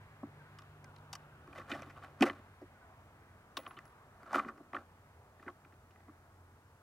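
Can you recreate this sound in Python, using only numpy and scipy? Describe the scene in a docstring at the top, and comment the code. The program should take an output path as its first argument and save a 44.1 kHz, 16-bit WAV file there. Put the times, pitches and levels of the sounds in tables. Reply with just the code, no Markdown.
"""Road hiss and a far vehicle's drone last throughout, under hands at work on a wooden bench on an open lawn.
Cartridges shift in a plastic box, knock the bench and click on steel: chattering contacts excite damped modes
of planks, box, shells and small metal parts, and a brass case rings on. A far bird whistles softly.
Road hiss is filtered noise, the drone two gliding partials; each microphone port adds its own noise."""
import sys
import numpy as np
from scipy import signal
from scipy.fft import rfft, irfft
from scipy.io import wavfile
from scipy.ndimage import uniform_filter1d

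SR = 44100
rng = np.random.default_rng(int(sys.argv[2]) if len(sys.argv) > 2 else 0)


def wav_out(sig):
    """Save sig, one row per channel (or a flat mono array), as 16-bit PCM at SR to the path in sys.argv[1]."""
    wavfile.write(sys.argv[1], SR, np.round(np.clip(np.atleast_2d(sig).T, -1, 1) * 32767).astype(np.int16))


N = 301140

# road hiss spectrum, relative: f/Hz, density level/dB
ROAD_SPECTRUM = [(15, -56.5), (25, -23), (90, -6.5), (144, -11.5), (161, -15.5), (235, -16), (280, -19.5),
                 (427, -17.5), (533, -20), (636, -17.5), (1260, -18.5), (1510, -20), (2750, -32),
                 (5000, -48.5), (6500, -70.5), (11000, -120)]
# far vehicle: t/s, rms level of second partial/dB, rms level of third partial/dB, both before wavering
DRONE_LEVELS = [(0.05, -62.5, -68), (0.57, -64.5, -62), (2.17, -64, -67), (2.4, -65, -77),
                (2.9, -68.5, -77.5), (4.551, -87, -79), (4.77, -67, -80), (5.45, -72.5, -83),
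                (6.43, -64.5, -79), (6.83, -79, -79)]
# far bird: t/s (0.3 of the length into the whistle), peak level/dB, nominal f/Hz, length/s
BIRD_CHIRPS = [(0.404, -60.5, 1560, 0.042), (0.468, -62.5, 1460, 0.046), (0.848, -62, 1560, 0.043),
               (0.88, -61, 1428, 0.047), (1.321, -63, 1540, 0.044), (1.355, -68, 1393, 0.049),
               (2.761, -63, 1437, 0.048), (2.82, -61.5, 1485, 0.048)]
# damped modes of each body, before the struck spot weights them: f/Hz, level/dB, t60/s
PLANK_MODES = [(165, -6, .06), (224, -2, .09), (286, 0, .11), (322, -7, .09), (357, -2, .09),
               (425, -10, .06)]
BOX_MODES = [(533, -5.5, 0.037), (679, 0, 0.021), (796, -3.5, 0.024), (952, -10, 0.034), (1094, -1, 0.031),
             (1178, 2.5, 0.021), (1314, 0, 0.027), (1470, 3.5, 0.012)]
SHELL_MODES = [(1797, 7, 0.02), (2008, 3, .03), (2439, 2, 0.017), (2678, -7, 0.035), (2996, 5, 0.0084),
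               (3607, -1.5, 0.012), (3880, -2.5, 0.012), (4200, -3.5, 0.011), (5010, -7, .006)]
METAL_MODES = [(4664, -0.5, 0.006), (5320, -4, 0.008), (5880, 1, 0.0044), (6960, -4, 0.0045),
               (7970, 0, 0.0031), (9170, -5, .004), (9840, -3.5, 0.0043), (11750, -1.5, 0.002),
               (13600, -7.5, .003), (15200, -9, .003)]
BRASS_MODES = [(11030, -3, .21), (11530, -11, .05), (15620, -5, .16)]
# fingers stir the cartridges; each move swells and dies away: t/s at its height, box rms level/dB,
# rise/(ms per 20 dB), fall/(ms per 20 dB), planks minus box level/dB, shells minus box level/dB
STIR_MOVES = [(1.2, -78.5, 64, 98, -10, 6.5), (1.5, -68, 248, 300, 0, -11), (1.58, -50, 54.5, 84, -13, -9),
              (1.7, -46, 28, 215, -5, -7.5), (1.975, -57, 26, 34, -18, -16),
              (2.035, -48.5, 19.5, 63, -17, -11), (2.23, -32, 12, 30, 3, -8.5),
              (2.264, -38.5, 62.5, 65, -9.5, -10), (2.33, -66.5, 30, 300, 3, -6.5),
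              (3.59, -66.5, 20, 150, 2, 1), (3.671, -47, 19, 15, -13, -19), (3.714, -58, 12, 26, -16, -14),
              (3.8, -68.5, 298.5, 403, -10, -11), (4.25, -58, 102, 303, -14, -16),
              (4.352, -32.5, 31, 36, -9, -11), (4.396, -44, 60, 25, -2, -10),
              (4.485, -50, 144, 25, -10, -15), (4.53, -64, 38, 203, 3, -19),
              (4.755, -41.5, 20, 59, -9, -16.5), (5.433, -64, 37, 38, -15.5, -5),
              (5.48, -49, 25, 28, -5, -17)]
# bounces of the brass case: t/s, peak level/dB, favoured f/Hz
BRASS_BOUNCES = [(1.749, -71, 10500), (3.571, -49, 14400), (3.679, -59.5, 10500), (3.8533, -65, 10500)]
# contacts: t/s, peak level/dB of shell, of planks, of box, of metal,
# chatter decay constant/ms, favoured f/Hz of box, favoured f/Hz of shell
KNOCK_CONTACTS = [(0.2301, -89, -34.5, -39, -75, 2.5, 670, 2100),
                  (0.5862, -51, -70, -48.5, -50.5, 5.1, 1210, 3070),
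                  (0.6193, -59, -72, -51, -60, 1.8, 1080, 3900), (0.843, -52, -79, -51, -51, 2, 759, 2200),
                  (0.9617, -53.5, -84, -70, -58.5, 1.7, 678, 4070),
                  (0.984, -63, -81, -70, -64, 2, 1050, 4500),
                  (1.1289, -41.5, -69, -39.5, -35.5, 4.9, 900, 3420),
                  (1.1513, -44, -74, -43.5, -42, 4.2, 1180, 2920),
                  (1.4737, -58, -52, -49.5, -68, 2.1, 1190, 2120),
                  (1.5289, -48.5, -58, -53, -65, 2, 1200, 2360),
                  (1.5581, -47.5, -66, -44, -59, 2.1, 703, 2010),
                  (1.5806, -41, -50.5, -43.5, -55.5, 5.8, 540, 2250),
                  (1.6124, -47, -56, -63, -71, 1.7, 1100, 2030),
                  (1.699, -51, -68, -55, -47, 1.3, 1240, 2020),
                  (1.715, -31.5, -36, -33, -46, 4.7, 1500, 2500),
                  (1.7338, -37, -68, -40, -56, 7.7, 583, 2170),
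                  (1.7489, -47, -47, -36.5, -54, 5.7, 696, 3060),
                  (1.7755, -58, -58, -55, -62, 3, 1230, 4000), (1.8198, -46, -78, -42, -48, 2.1, 616, 2300),
                  (1.8286, -45.5, -58, -43, -68, 2.4, 1110, 2260),
                  (1.869, -64, -49.5, -52, -76, 2.4, 1240, 2380),
                  (1.897, -51, -73, -49.5, -64, 11, 1170, 2090),
                  (1.9641, -56, -58.5, -52, -78, 4, 1230, 3000),
                  (2.0233, -53, -61, -46, -70, 1.4, 1220, 2020),
                  (2.0445, -49.5, -62, -61, -71, 3.9, 1360, 2110),
                  (2.2077, -33, -18, -31, -37, 4, 1200, 2480),
                  (2.222, -18.5, -21.5, -18, -29.5, 4.8, 765, 2580),
                  (2.2378, -44, -27, -44, -50, 5.7, 580, 2060),
                  (2.2649, -34.5, -49, -33, -49, 10.5, 560, 2090),
                  (2.2975, -28.5, -39.5, -33, -68, 1.17, 1050, 2320),
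                  (2.615, -67, -44, -45.5, -70, 8.9, 550, 2050),
                  (3.5687, -30.5, -44.5, -34, -38.5, 5.4, 1020, 3380),
                  (3.5874, -47, -60, -40.5, -66, 4.8, 580, 2920),
                  (3.6636, -39.5, -55, -36.5, -81, 2.5, 1100, 2930),
                  (3.6774, -65, -63, -61, -59, 2.2, 1080, 2600),
                  (3.707, -49, -64, -43, -75, 2.5, 1130, 2510),
                  (3.768, -51, -55.5, -44.5, -84, 9.3, 1150, 2900),
                  (3.788, -41.5, -75, -45, -55.5, 1.1, 1220, 2080),
                  (3.8533, -59, -66, -54, -57.5, 2.1, 1160, 2090),
                  (3.878, -75, -75, -65, -66, 2, 1170, 4500), (4.2302, -56, -58, -46.5, -63, 2, 1250, 2030),
                  (4.2636, -68, -63, -46, -64, 3.7, 1340, 2000),
                  (4.2946, -67, -71, -55, -74, 2.7, 1230, 2120),
                  (4.3289, -42, -63, -27.5, -47, 3.2, 795, 2080),
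                  (4.3434, -32, -39, -22, -52, 13, 1300, 2190),
                  (4.3549, -37, -52, -26, -68, 3.9, 1200, 2050),
                  (4.3791, -53, -75, -22.5, -52, 12, 1230, 2030),
                  (4.3944, -33, -56, -25.5, -60, 2, 1170, 2070),
                  (4.4458, -46, -46, -40, -75, 2.8, 1100, 1980),
                  (4.4574, -60, -38.5, -56, -78, 2.7, 1500, 2380),
                  (4.483, -43, -47, -33, -59, 8.7, 1240, 1820),
                  (4.576, -59, -62, -53, -67, 5.5, 1240, 1990),
                  (4.5964, -79, -48.5, -54.5, -82, 10, 807, 2030),
                  (4.7313, -41, -45, -33, -64, 1.7, 850, 2050), (4.7451, -37, -49, -31, -67, 2, 1200, 2030),
                  (4.7637, -34.5, -45, -32.5, -70, 2.7, 1300, 1800),
                  (5.3964, -53, -56.5, -59, -84, 2.34, 1205, 1840),
                  (5.4247, -59, -61, -47.5, -71, 4.3, 1250, 2600),
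                  (5.4627, -53, -42.5, -60, -76, 4.9, 720, 2010),
                  (5.479, -40.5, -49.5, -35, -80, 3.8, 1210, 1840),
                  (5.499, -60, -67, -51, -70, 2.4, 1200, 3000),
                  (5.648, -54, -61, -53, -73, 3.3, 1490, 2520),
                  (5.7223, -58, -61, -57, -76, 3.25, 1330, 2060),
                  (5.739, -63, -75, -70, -85, 1, 1330, 3600), (5.907, -64, -61, -64, -70, 4.6, 1170, 2970),
                  (5.9577, -56, -69, -59, -87, 2.4, 1270, 1860), (6.002, -60, -69, -62, -83, 3, 821, 2300),
                  (6.0805, -60, -48.5, -51, -90, 1.4, 545, 2020),
                  (6.0901, -65, -53, -49.5, -85, 4.3, 1220, 2020)]

# road: 500-2000 Hz rms level; the level sinks once the traffic has passed, the tilt above 1 kHz from the start
ROAD_DB, ROAD_PASSED_S, ROAD_FADE_DB_PER_S = -63.5, 1.79, 0.68
ROAD_TILT_DB_PER_OCTAVE, ROAD_DULLS_DB_PER_OCTAVE_PER_S = 2.08, 0.73
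ROAD_LAG_S, ROAD_SPREAD_HZ = 0.00014, 3400  # right port behind left; coherence is halved here
# the firing rate sags as the vehicle leaves
DRONE_HZ, DRONE_SAG_HZ_PER_S, DRONE_LOWEST_HZ = 50.55, 1.6, 44.2
# modes build up within ONSET_CYCLES and weaken away from the favoured pitch
ONSET_CYCLES, AWAY_DB_PER_OCTAVE = 0.52, 20.5
PLANKS_AWAY_DB_PER_OCTAVE, METAL_AWAY_DB_PER_OCTAVE = 10.5, 8
PLANKS_HZ, METAL_HZ = 310, 5280  # favoured pitches
# a knock that reaches the planks through the box favours their higher modes (box minus planks level)
THROUGH_BOX_DB_PER_OCTAVE, THROUGH_BOX_MOST_DB = 32, 19
FIRST_TAP, BLOW_MS = 5.5, 0.13
STIR_PER_S, STIR_SCATTER_DB, STIR_MOST_DB = 2000, 4, 10
STIR_METAL_DB = -12  # against the shells
# white part of the port hiss, and the gain at the lowest frequencies
PORT_WHITE_DB, PORT_BASS_LIFT_DB = -77.5, 3.5
TOP_HZ = 15850


def undb(db):
    """Level definition: twenty decibels are a factor of ten in amplitude."""
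    return 10 ** (np.asarray(db) / 20)


def unit(x):
    """Normalisation to unit root mean square."""
    return x / np.sqrt(np.mean(x ** 2))


def walk(rate):
    """Smoothed random process: levels held 1 / rate s and slewed twice; spread near 1."""
    k = int(SR / rate)
    steps = np.repeat(rng.standard_normal(N // k + 1), k)
    return 1.67 * uniform_filter1d(uniform_filter1d(steps, k), k)[:N]


def add(out, s, peak_db, sound):
    """Superposition: mixes a sound in at a time and peak level."""
    at = int(s * SR)
    scaled = sound * undb(peak_db) / np.abs(sound).max()
    out[at:at + len(sound)] += scaled[:len(out) - at]


def road():
    """Partial coherence: tyre hiss reaches the left port first and scatters in the treble; its bands flicker."""
    f, t = np.fft.rfftfreq(N, 1 / SR) + 1e-9, np.arange(N) / SR
    hz, db = np.transpose(ROAD_SPECTRUM)
    colour = undb(np.interp(np.log(f), np.log(hz), db))
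    coherence = 1 / (1 + (f / ROAD_SPREAD_HZ) ** 1.55)
    left, other = rfft(rng.standard_normal((2, N)))
    right = coherence * left + np.sqrt(1 - coherence ** 2) * other
    right = right * np.exp(-2j * np.pi * f * ROAD_LAG_S)
    pair = np.array([left, right]) * colour
    middle = irfft(pair * ((f > 500) & (f < 2000)), N)
    pair /= np.sqrt(np.mean(middle ** 2))
    level_db = ROAD_DB - ROAD_FADE_DB_PER_S * np.maximum(t - ROAD_PASSED_S, 0)
    tilt_db = ROAD_TILT_DB_PER_OCTAVE - ROAD_DULLS_DB_PER_OCTAVE_PER_S * t
    out = 0
    # overlapping triangular bands, spaced half an octave about 1 kHz
    for octave in np.arange(-5.5, 3, .5):
        share = np.clip(1 - np.abs(np.log2(f / 1000) - octave) / .5, 0, 1)
        band_db = level_db + tilt_db * max(octave, 0) + 1.2 * walk(5.4)
        out = out + undb(band_db) * irfft(pair * share, N)
    return out


def drone():
    """Harmonic series: second and third partials of a firing rate waver on the way over the field."""
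    s, second_db, third_db = np.transpose(DRONE_LEVELS)
    t = np.arange(N) / SR
    hz = np.maximum(DRONE_HZ - DRONE_SAG_HZ_PER_S * t, DRONE_LOWEST_HZ)
    phase = 2 * np.pi * np.cumsum(hz * (1 + 0.0073 * walk(7.5))) / SR
    second = undb(np.interp(t, s, second_db) + 1.3 * walk(7)) * np.sin(2 * phase)
    third = undb(np.interp(t, s, third_db) + 1.5 * walk(7)) * np.sin(3 * phase)
    return np.sqrt(2) * (second + third)  # rms to peak


def bird():
    """Frequency glide: soft whistles under a half-sine envelope sag a little in pitch."""
    out = np.zeros(N)
    for s, db, hz, length in BIRD_CHIRPS:
        t = np.arange(int(length * SR)) / SR
        cycles = hz * t * (1.04 - 0.0335 * t / length)
        add(out, s - .3 * length, db, np.sin(np.pi * t / length) * np.sin(2 * np.pi * cycles))
    return out


def ring(modes, best_hz=None, away_db=AWAY_DB_PER_OCTAVE):
    """Modal superposition: a tap excites damped modes, and the struck spot favours those near best_hz."""
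    t = np.arange(SR // 5) / SR
    hz, db, t60 = np.transpose(modes)[:, :, None]
    if best_hz:
        db = db - away_db * np.abs(np.log2(hz / best_hz))
    # neighbouring modes swing in opposite sense and build up over a fraction of a cycle
    sense = (-1) ** np.arange(len(modes))[:, None]
    onset = sense * (1 - np.exp(-t * hz / ONSET_CYCLES))
    return np.sum(onset * undb(db - 60 * t / t60) * np.sin(2 * np.pi * hz * t), axis=0)


def strike(push, body):
    """Linear response: convolves the contact force with the body's impulse response."""
    return signal.fftconvolve(push, body)[:len(body)]


def stir():
    """Random impact process: many tiny contacts of scattered size ring the bodies while the fingers move."""
    hits = rng.random(N) < STIR_PER_S / SR
    scatter_db = np.minimum(STIR_SCATTER_DB * rng.exponential(size=N), STIR_MOST_DB)
    taps = unit(hits * rng.standard_normal(N) * undb(scatter_db))
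    out, t = np.zeros(N), np.arange(N) / SR
    box, planks, shells = np.zeros((3, N))
    for s, db, rise_ms, fall_ms, planks_db, shells_db in STIR_MOVES:
        move = undb(db - 20 * np.abs(t - s) * 1000 / np.where(t < s, rise_ms, fall_ms))
        box += move
        planks += move * undb(planks_db)
        shells += move * undb(shells_db)
    metal = shells * undb(STIR_METAL_DB)
    for gain, modes in ((box, BOX_MODES), (planks, PLANK_MODES), (shells, SHELL_MODES), (metal, METAL_MODES)):
        body = ring(modes)
        out += signal.fftconvolve(gain * taps, body / np.sqrt(np.sum(body ** 2)))[:N]
    return out


def brass_case():
    """Light damping: the bouncing brass case rings on in its long-lived modes."""
    out = np.zeros(N)
    for s, db, hz in BRASS_BOUNCES:
        add(out, s, db, ring(BRASS_MODES, hz))
    return out


def knocks():
    """Impact excitation: contacts chatter for a few ms; heavy planks feel one blow and a smoothed rest."""
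    out, t = np.zeros(N), np.arange(2048) / SR
    noises = rng.standard_normal((len(KNOCK_CONTACTS), len(t)))
    for row, noise in zip(KNOCK_CONTACTS, noises):
        s, shell_db, planks_db, box_db, metal_db, ms, box_hz, shell_hz = row
        fade = np.exp(-t / (ms / 1000)) * (1 - np.exp(-t / 0.00015))
        chatter = fade * noise * np.abs(noise) ** 1.14
        chatter[12] += FIRST_TAP  # a firm first touch
        blow = np.exp(-t / (BLOW_MS / 1000)) + 0.8 * fade * uniform_filter1d(noise, size=24)
        through_box_db = np.clip(box_db - planks_db, 0, THROUGH_BOX_MOST_DB)
        planks_hz = PLANKS_HZ * 2 ** (through_box_db / THROUGH_BOX_DB_PER_OCTAVE)
        add(out, s, shell_db, strike(chatter, ring(SHELL_MODES, shell_hz)))
        add(out, s, planks_db, strike(blow, ring(PLANK_MODES, planks_hz, PLANKS_AWAY_DB_PER_OCTAVE)))
        add(out, s, box_db, strike(chatter, ring(BOX_MODES, box_hz)))
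        add(out, s, metal_db, strike(chatter, ring(METAL_MODES, METAL_HZ, METAL_AWAY_DB_PER_OCTAVE)))
    return out


def scene():
    """Radiation and reflection: small bodies lack deep bass, and the bench top sets the ports apart."""
    contacts = knocks() + brass_case() + stir()
    near = signal.lfilter(*signal.butter(2, 110, "high", fs=SR), contacts)
    # the bench top reflects the treble differently to each port, and the left port faces the hands
    treble = signal.lfilter(*signal.butter(2, 2600, "high", fs=SR), near)
    glance = rng.standard_normal(400) * np.exp(-np.arange(400) / 270.0)
    reflected = signal.fftconvolve(treble, glance / np.sqrt(np.sum(glance ** 2)))[:N]
    side = undb(-12.0) * reflected + 0.14 * treble
    return road() + drone() + bird() + near + np.array([side, -side])


def record(dry):
    """Independent noise: each port hisses on its own; a steep low-pass ends the sound just below 16 kHz."""
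    white = rng.standard_normal(dry.shape)
    # adding part of the previous sample lifts the bass and lowers the treble
    hiss = white + (undb(PORT_BASS_LIFT_DB) - 1) * np.roll(white, 1, axis=1)
    low_pass = signal.ellip(10, .2, 60, TOP_HZ, fs=SR, output="sos")
    return signal.sosfilt(low_pass, dry + undb(PORT_WHITE_DB) * hiss)


dry = scene()
out = record(dry)
wav_out(out)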